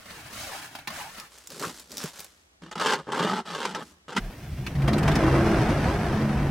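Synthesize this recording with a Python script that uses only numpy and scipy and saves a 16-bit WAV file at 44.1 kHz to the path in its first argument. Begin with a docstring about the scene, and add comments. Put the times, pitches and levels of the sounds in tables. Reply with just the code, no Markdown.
"""Inside a parked van on a frozen morning. A nylon sleeping bag swishes aside and the bed frame knocks, then a
foil sunshade crackles as it is peeled back. A fingernail scrapes frost off the side window; then the scene
changes and the sliding door rolls open, clacking, and the whole body rumbles. Every friction sound is a stream
of tiny slips that rings the thing being rubbed; the small cabin adds a short echo."""
import sys
import numpy as np
from scipy import signal
from scipy.fft import rfft, irfft
from scipy.io import wavfile
from scipy.ndimage import uniform_filter1d

SR = 44100
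rng = np.random.default_rng(int(sys.argv[2]) if len(sys.argv) > 2 else 0)


def master(y):
    """Save y as 16-bit WAV."""
    cut = np.clip(np.atleast_2d(y).T, -1, 1)
    pcm = np.round(cut * 32767)  # scale
    wavfile.write(sys.argv[1], SR, pcm.astype(np.int16))


N = 286650
TIME = np.arange(N) / SR
FREQ = np.maximum(np.arange(N // 2 + 1) * SR / N, 1)
DOOR_START_S, DOOR_FADE_S = 4.187, 0.0029  # the scene changes: the scraping stops dead and the door begins


def sliding_door():
    """Rollers run along a gritty track and ring the body; the mechanism clacks over a steady hiss."""
    # the door's travel, as faders for its three bands: time_s, roll_db, rumble_db, hiss_db
    travel = [(4.2, -45, -40, -54), (4.33, -48, -45.5, -55.5), (4.55, -50, -33, -53),
              (4.74, -43, -30, -52.5), (4.9, -29.5, -24, -48), (5.13, -27, -25, -43.5),
              (5.28, -23, -25, -40.5), (5.7, -26.5, -24.5, -41), (6.06, -29, -28.5, -44),
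              (6.5, -33, -26, -48)]
    # tone of the track: frequency_hz, gain_db
    track = [(15, -14), (55, 5.5), (150, 3.5), (270, -7), (520, -14.5), (1600, -19.5), (2500, -25),
             (4000, -34), (5600, -35), (7200, -44), (9000, -42.5), (16000, -59.5)]
    # resonances of the van's body: pitch_hz, width_hz, boost_db
    panels = [(137, 30, -2), (223, 17, -0.5), (335, 57, 4), (672, 170, 3)]
    # the rollers jolt over joints in the track: start_s, level_db
    joints = [(4.879, -11), (5.078, -7)]
    # the latch lets go, then the mechanism clacks ever faster: start_s, level_db, ring_hz
    latch_hits = [(4.6638, -23, 2640), (4.7516, -34, 2000), (4.8179, -29.5, 2200), (4.8764, -23, 2960),
                  (4.9307, -24, 4330), (4.9804, -26, 8550), (5.029, -24.5, 2310), (5.0764, -31, 2900),
                  (5.1138, -25.5, 3430), (5.1532, -21, 5530)]
    # tone of the mechanism: frequency_hz, gain_db
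    latch_tone = [(300, -10), (1400, 4.5), (1900, 4), (4500, -5.5), (9000, -14), (11000, -16), (15500, -22)]
    times, *faders_db = np.transpose(travel)
    moving = np.clip((TIME - DOOR_START_S) / DOOR_FADE_S, 0, 1)
    roll, rumble, hiss = (moving * undb(np.interp(TIME, times, db)) for db in faders_db)
    grit = slips(per_s=2500, spread_db=5, smooth=1) * undb(0.94 * wander(35))
    rolling = stroke(ring(grit, track, panels), (rumble, roll, hiss), bass_hz=246, treble_hz=2035)
    jolts = highpass(ring(bursts(joints, decay_s=0.012), track, panels), hz=390, order=2)
    latch = clacks(latch_hits, latch_tone, decay_s=0.0075, rise_s=0.003, ring_db=8, ring_share=0.2)
    steady_hiss = undb(-58) * moving * rng.standard_normal(N)
    sound = rolling + jolts + latch + steady_hiss
    return panel_hum() + cabin(sound, wet_db=-8.5, t60_s=0.054, wide_db=-2, wide_hz=1510)


def panel_hum():
    """The rollers hold body panels in vibration; each hum sags at both ends with the door's speed."""
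    # panels shudder as the door runs: start_s, end_s, pitch_hz, sag_hz, level_db
    hums = [(4.193, 4.31, 38.1, 3, -32.5), (4.718, 4.926, 139, 3, -24), (4.876, 5.001, 215.5, 3, -24.5),
            (4.912, 5.23, 152.4, 7, -25.5), (5.161, 5.652, 335.2, 26, -26.5), (5.22, 5.466, 133.1, 2, -25),
            (5.378, 5.58, 214.7, 2, -27), (5.517, 5.68, 117.2, 3, -28), (6.1, 6.39, 214.5, 2, -27),
            (6.18, 6.65, 141, 3, -27.5)]
    fade_s, arch_db, waver_rad = 0.028, 3.5, 0.34
    out = np.zeros(N)
    for start, end, hz, sag_hz, db in hums:
        off_centre = np.abs(np.interp(TIME, [start, end], [-1, 1]))
        held = np.clip(np.minimum(TIME - start, end - TIME) / fade_s, 0, 1)
        phase = 2 * np.pi * np.cumsum(hz - sag_hz * off_centre ** 2) / SR + waver_rad * wander(18)
        out += held * undb(db - arch_db * off_centre) * unit(np.sin(phase))
    return out


def frost_scrape():
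    """The nail sticks and slips over ice crystals, ringing the pane and cracking off brittle grains."""
    # strokes of the nail: start_s, peak_s, end_s, level_db, bass_offset_db, treble_offset_db
    nail = [(2.617, 2.625, 2.696, -48, 3.5, -7.5), (2.755, 2.88, 3.003, -31, -6.5, -15),
            (2.797, 2.9, 2.954, -25.5, -30, -8.5), (3.068, 3.097, 3.14, -35.5, 2.5, -18.5),
            (3.118, 3.22, 3.4, -25, -10, -12.5), (3.185, 3.21, 3.33, -31, 1.5, -27),
            (3.452, 3.62, 3.725, -33.5, -10, -7.5), (3.735, 3.76, 3.82, -33, -3.5, -14),
            (4.079, 4.09, 4.17, -38.5, -4, -9.5), (4.158, 4.172, 4.4, -32.5, 0.5, -3)]
    # tone of the frosted window: frequency_hz, gain_db
    frost = [(70, -53), (115, -17.5), (170, -1), (300, -7), (640, -11.5), (1000, -7), (1780, -10),
             (2300, -18), (5000, -20.5), (8500, -28), (10500, -37), (16000, -50)]
    # resonances of the glass: pitch_hz, width_hz, boost_db
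    pane = [(180, 38, 0.5), (431, 72, 9), (513, 11, 6), (858, 84, 9.5), (1278, 61, 9), (1600, 80, -2),
            (2890, 125, 9.5), (3215, 110, 9.5), (3560, 70, -2), (4620, 130, 1.5), (5330, 150, 4)]
    # the nail catches and a larger chip breaks off: start_s, level_db
    catches = [(2.7128, -26), (2.7245, -27.5), (2.7545, -26), (2.7782, -24.5), (2.7971, -17), (2.8125, -16),
               (2.8458, -26), (2.8595, -14), (2.867, -13.5), (2.8912, -17.5), (2.905, -22), (2.9223, -13.5),
               (2.934, -13), (3.1195, -21), (3.1937, -20), (3.226, -20), (3.5025, -28), (3.5484, -20.5),
               (3.6407, -25), (3.6527, -15), (3.7475, -20.5), (4.127, -30), (4.1664, -14.5)]
    # the nail skids hard on bare glass: peak_s, pitch_hz, width_hz, level_db, length_s
    skid = [(4.177, 1560, 1080, -24.5, 0.009)]
    release = stick_slip(per_s=105, depth_db=15, curve=0.68)
    grit = slips(per_s=3000, spread_db=1, smooth=0.46) * release * undb(wander(170))
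    age = TIME[:SR // 50]
    grain = rng.standard_normal(len(age)) * np.exp(-age / 0.0022)
    crystals = signal.oaconvolve(slips(per_s=300, spread_db=1.5, smooth=0.1) * release, grain)[:N]
    bass, middle, treble = gestures(nail, arch_db=7, attack_s=0.0032, release_s=0.011,
                                    linger_db=-23, linger_s=0.15)
    scrape = stroke(ring(grit, frost, pane), (bass, middle, treble), bass_hz=330, treble_hz=2230)
    crackle = undb(-2.5) * treble * unit(highpass(ring(crystals, frost), hz=2170, order=3))
    # chips are too light to flex the glass much
    chips = highpass(ring(bursts(catches, decay_s=0.006), frost, pane), hz=790, order=1)
    scrape_cutoff = np.clip(1 + (DOOR_START_S - TIME) / DOOR_FADE_S, 0, 1)
    sound = scrape_cutoff * (scrape + crackle + chips + swells(skid))
    return cabin(sound, wet_db=-4.5, t60_s=0.044, wide_db=-6.5, wide_hz=2520)


def sunshade():
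    """Quilted foil crackles as it bends; creases snap and the padding thuds under the hand."""
    # the shade is bent or brushed: start_s, peak_s, end_s, level_db, bass_offset_db, treble_offset_db
    bends = [(1.29, 1.35, 1.47, -57.5, -8.5, 3), (1.485, 1.52, 1.637, -50.5, 1.5, 4),
             (1.585, 1.645, 1.704, -40.5, -1.5, 0.5), (1.72, 1.8, 1.82, -56, -12, 6.5),
             (1.885, 1.945, 1.99, -52.5, 4.5, 4.5), (1.975, 2.03, 2.091, -42.5, -8, 1),
             (2.12, 2.19, 2.25, -51, -11, 2.5), (3.78, 3.83, 3.92, -61, 4, 4.5)]
    # tone of the foil: frequency_hz, gain_db
    foil = [(50, -39), (150, 7.5), (450, 6.5), (720, -2), (1350, 0.5), (2300, -5), (3900, -7), (5400, -8),
            (7000, -8.5), (12000, -16.5), (16000, -27)]
    # the sheet resounds as it buckles: peak_s, pitch_hz, width_hz, level_db, length_s
    buckles = [(1.225, 1280, 180, -48.5, 0.031), (1.63, 420, 253, -37, 0.033),
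               (1.642, 1220, 433, -30.5, 0.018), (2.0, 5450, 900, -44, 0.028)]
    # the sharpest creases snap: start_s, level_db, ring_hz
    creases = [(1.199, -31, 4960), (1.3836, -41, 7000), (1.4719, -32, 7160), (1.5029, -33, 5030),
               (1.5957, -30, 5370), (1.7962, -35, 5100), (1.9174, -31.5, 5030), (1.9703, -25, 5450),
               (1.9803, -24, 5500), (2.0382, -26.5, 6760), (2.1928, -30.5, 3660), (2.2033, -29, 10600),
               (2.2445, -34, 9050)]
    # tone of a snap: frequency_hz, gain_db
    snap_tone = [(400, -1), (1400, -3), (5500, 3), (15000, -1)]
    # the hand bumps the shade: start_s, level_db
    bumps = [(1.67, -28), (2.041, -27.5)]
    # dull tone of the padding: frequency_hz, gain_db
    padding = [(40, -27), (160, -0.5), (260, -6), (450, -9), (1000, -48)]
    grit = slips(per_s=6000, spread_db=5, smooth=1.34) * stick_slip(per_s=80, depth_db=10, curve=0.83)
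    gains = gestures(bends, arch_db=4, attack_s=0.024, release_s=0.018, linger_db=-9.5, linger_s=0.13)
    crinkle = stroke(ring(grit, foil), gains, bass_hz=590, treble_hz=3240)
    snaps = clacks(creases, snap_tone, decay_s=0.0026, rise_s=0.00027, ring_db=7.5, ring_share=0.34)
    sound = crinkle + swells(buckles) + snaps + ring(bursts(bumps, decay_s=0.0069), padding)
    return cabin(sound, wet_db=-11, t60_s=0.1, wide_db=-6.5, wide_hz=1800)


def sleeping_bag():
    """Nylon slides over nylon in a fine hiss, sings where it is taut, and the bed frame knocks."""
    # pushes on the bag: start_s, peak_s, end_s, level_db, bass_offset_db, treble_offset_db
    pushes = [(-.02, .14, 0.78, -47.5, -5, -3.5), (.32, .39, 0.48, -42.5, -6, 1.5),
              (.42, .53, 0.66, -42, -16, -2), (.78, .82, 0.89, -52.5, -5, -8),
              (.91, .98, 1.074, -40.5, -10, -3), (1.08, 1.2, 1.265, -47, -9.5, -2)]
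    # tone of the nylon: frequency_hz, gain_db
    nylon = [(20, -11), (60, -2.5), (210, -3), (430, -7.5), (700, -0.5), (1800, 1), (3500, -7.5),
             (10000, -15), (16000, -21)]
    # the taut weave sings as it slides: peak_s, pitch_hz, width_hz, level_db, length_s
    weave = [(.52, 730, 400, -43.5, 0.063), (1.02, 850, 300, -44, 0.064)]
    # small knocks on the bed frame: start_s, level_db
    knocks = [(.056, -41.5), (.104, -39), (.751, -32.5), (.786, -39), (.873, -26), (.902, -33),
              (1.181, -38.5)]
    # tone of the frame: frequency_hz, gain_db
    frame = [(70, -17), (200, 5), (430, -11.5), (750, 3), (4800, -7), (6500, -15.5), (16000, -19)]
    friction = slips(per_s=6000, spread_db=4.5, smooth=1.07) * undb(1.2 * wander(59.84))
    gains = gestures(pushes, arch_db=7, attack_s=0.0093, release_s=0.026, linger_db=-15, linger_s=0.12)
    swish = stroke(ring(friction, nylon), gains, bass_hz=420, treble_hz=3260)
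    sound = swish + swells(weave) + ring(bursts(knocks, decay_s=0.011), frame)
    return cabin(sound, wet_db=-6, t60_s=0.038, wide_db=-0.5, wide_hz=1190)


def still_air():
    """A faint hush with a low drone fills the van."""
    # tone of the hush: frequency_hz, gain_db
    room_tone = [(30, -36), (180, 3), (7000, -17), (16000, -36)]
    hush = ring(rng.standard_normal(N), room_tone)
    band = signal.butter(2, [56, 80], "band", fs=SR, output="sos")
    drone = unit(signal.sosfilt(band, rng.standard_normal(N)))
    return cabin(undb(-68) * (hush + drone), wet_db=-36, t60_s=0.17, wide_db=8.5, wide_hz=686)


def cabin(x, wet_db, t60_s, wide_db, wide_hz):
    """Short reflections off the near walls; the treble spreads wide, the deep bass stays centred."""
    age = TIME[:SR // 4]
    tails = rng.standard_normal((2, len(age))) * np.exp(-np.log(1000) * age / t60_s) * (age > 0.001)
    paths = (signal.oaconvolve(x, tail / np.sqrt(np.sum(tail ** 2)))[:N] for tail in tails)
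    # the source moves about, so the phase of the reflections keeps changing
    echo, side = (np.real(signal.hilbert(path) * np.exp(2j * wander(10))) for path in paths)
    mid = (x + undb(wet_db) * echo) / np.hypot(1, undb(wet_db))
    width = FREQ / (FREQ + wide_hz) / (1 + (150 / FREQ) ** 4)
    side = undb(wide_db) * irfft(rfft(side) * width, N)
    return np.array([mid + side, mid - side])


def slips(per_s, spread_db, smooth):
    """Friction: tiny clicks of uneven size over a share of smooth sliding noise."""
    size = undb(spread_db * np.minimum(rng.exponential(size=N), 3))
    clicks = (rng.random(N) < per_s / SR) * size * rng.choice([-1, 1], N)
    return unit(unit(clicks) + smooth * rng.standard_normal(N))


def stick_slip(per_s, depth_db, curve):
    """Tension lets go at uneven intervals: each release starts sharply and fades until the next."""
    cycles = np.cumsum(per_s * np.exp(0.5 * wander(per_s))) / SR
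    return unit(undb(-depth_db * (cycles % 1) ** curve))


def gestures(rows, arch_db, attack_s, release_s, linger_db, linger_s):
    """Bass, middle and treble envelopes of hand moves: each grips, arches to a peak, lets go, lingers."""
    bass_follow, treble_follow = 0.98, 0.89  # dB gained for each dB of effort
    t = TIME[::32]
    power = np.zeros((3, len(t)))
    for start, peak, end, level_db, bass_db, treble_db in rows:
        arch = undb(-arch_db * np.interp(t, [start, peak, end], [1, 0, 1]))
        grip = np.clip((t - start) / attack_s, 0, 1)
        after = np.maximum(t - end, 0)
        tail = np.maximum(np.exp(-after / release_s), undb(linger_db) * np.exp(-after / linger_s))
        effort = grip * arch * tail
        bass = undb(bass_db) * effort ** bass_follow
        treble = undb(treble_db) * effort ** treble_follow
        power += (undb(level_db) * np.array([bass, effort, treble])) ** 2
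    return [np.interp(TIME, t, np.sqrt(band)) for band in power]


def stroke(x, gains, bass_hz, treble_hz):
    """Ride a friction sound in three bands: the bass gain stands for pressure, the treble for speed."""
    bass = 1 / (1 + (FREQ / bass_hz) ** 6)
    treble = 1 / (1 + (treble_hz / FREQ) ** 6)
    bands = (bass, 1 - bass - treble, treble)
    spectrum = rfft(x)
    return sum(unit(irfft(spectrum * band, N)) * gain for band, gain in zip(bands, gains))


def bursts(events, decay_s, rise_s=0.00044):
    """Each contact is a sudden flurry of micro-impacts that dies away."""
    power = np.zeros(N)
    for start, db in events:
        first = int(start * SR)
        age = TIME[:min(N - first, SR // 4)]
        envelope = undb(db) * (1 - np.exp(-age / rise_s)) * np.exp(-age / decay_s)
        power[first:first + len(age)] += envelope ** 2
    return np.sqrt(power) * rng.choice([-1, 1], N)


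def clacks(rows, tone, decay_s, rise_s, ring_db, ring_share):
    """Contacts on one object; each wakes the resonance of its spot, ring_share of its pitch wide."""
    out = np.zeros(N)
    for start, db, hz in rows:
        hit = bursts([(start, db)], decay_s, rise_s)
        out += ring(hit, tone, [(hz, hz * ring_share, ring_db)], size=2048)
    return out


def swells(rows):
    """A single resonance is rubbed into life for a moment and sinks back."""
    out = np.zeros(N)
    for peak, hz, width, db, length in rows:
        band = signal.butter(2, [hz - width / 2, hz + width / 2], "band", fs=SR, output="sos")
        shape = np.exp(-np.minimum(((TIME - peak) / length) ** 2, 20))
        song = signal.sosfilt(band, rng.standard_normal(N)) * shape
        out += undb(db) * song * np.sqrt(np.sum(shape ** 2) / np.sum(song ** 2))
    return out


def ring(x, tone, modes=(), size=16384):
    """Play x through a body with a broad tone and resonances on top; white noise keeps its power."""
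    f = np.maximum(np.arange(size // 2 + 1) * SR / size, 1)
    hz, db = np.transpose(tone)
    boost = sum(undb(boost_db) ** 2 / (1 + ((f ** 2 - pitch ** 2) / (f * width)) ** 2)
                for pitch, width, boost_db in modes)
    gain = undb(np.interp(np.log(f), np.log(hz), db)) * np.sqrt(1 + boost)
    # minimum phase: the body rings only after it is struck
    cepstrum = irfft(np.log(unit(gain)))[:size // 2]
    cepstrum[1:] *= 2
    impulse = irfft(np.exp(rfft(cepstrum, size)))
    return signal.oaconvolve(x, impulse)[:N]


def wander(per_s):
    """A random drift that glides to a new value per_s times a second; rms near 1."""
    hold = max(int(SR / per_s), 1)
    steps = np.repeat(rng.uniform(-1, 1, N // hold + 1), hold)
    return unit(uniform_filter1d(steps, hold))[:N]


def highpass(x, hz, order):
    """Take out the lows."""
    return signal.sosfilt(signal.butter(order, hz, "high", fs=SR, output="sos"), x)


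def undb(db):
    """Decibels to gain."""
    return 10 ** (np.asarray(db) / 20)


def unit(x):
    """Scale to rms 1."""
    return x / np.sqrt(np.mean(x ** 2))


def scene():
    """The four actions follow one another over the still air."""
    return sleeping_bag() + sunshade() + frost_scrape() + sliding_door() + still_air()


def record(dry):
    """A steep high cut at 16 kHz."""
    return signal.sosfilt(signal.ellip(10, 0.2, 80, 16000, fs=SR, output="sos"), dry)


dry = scene()
out = record(dry)
master(out)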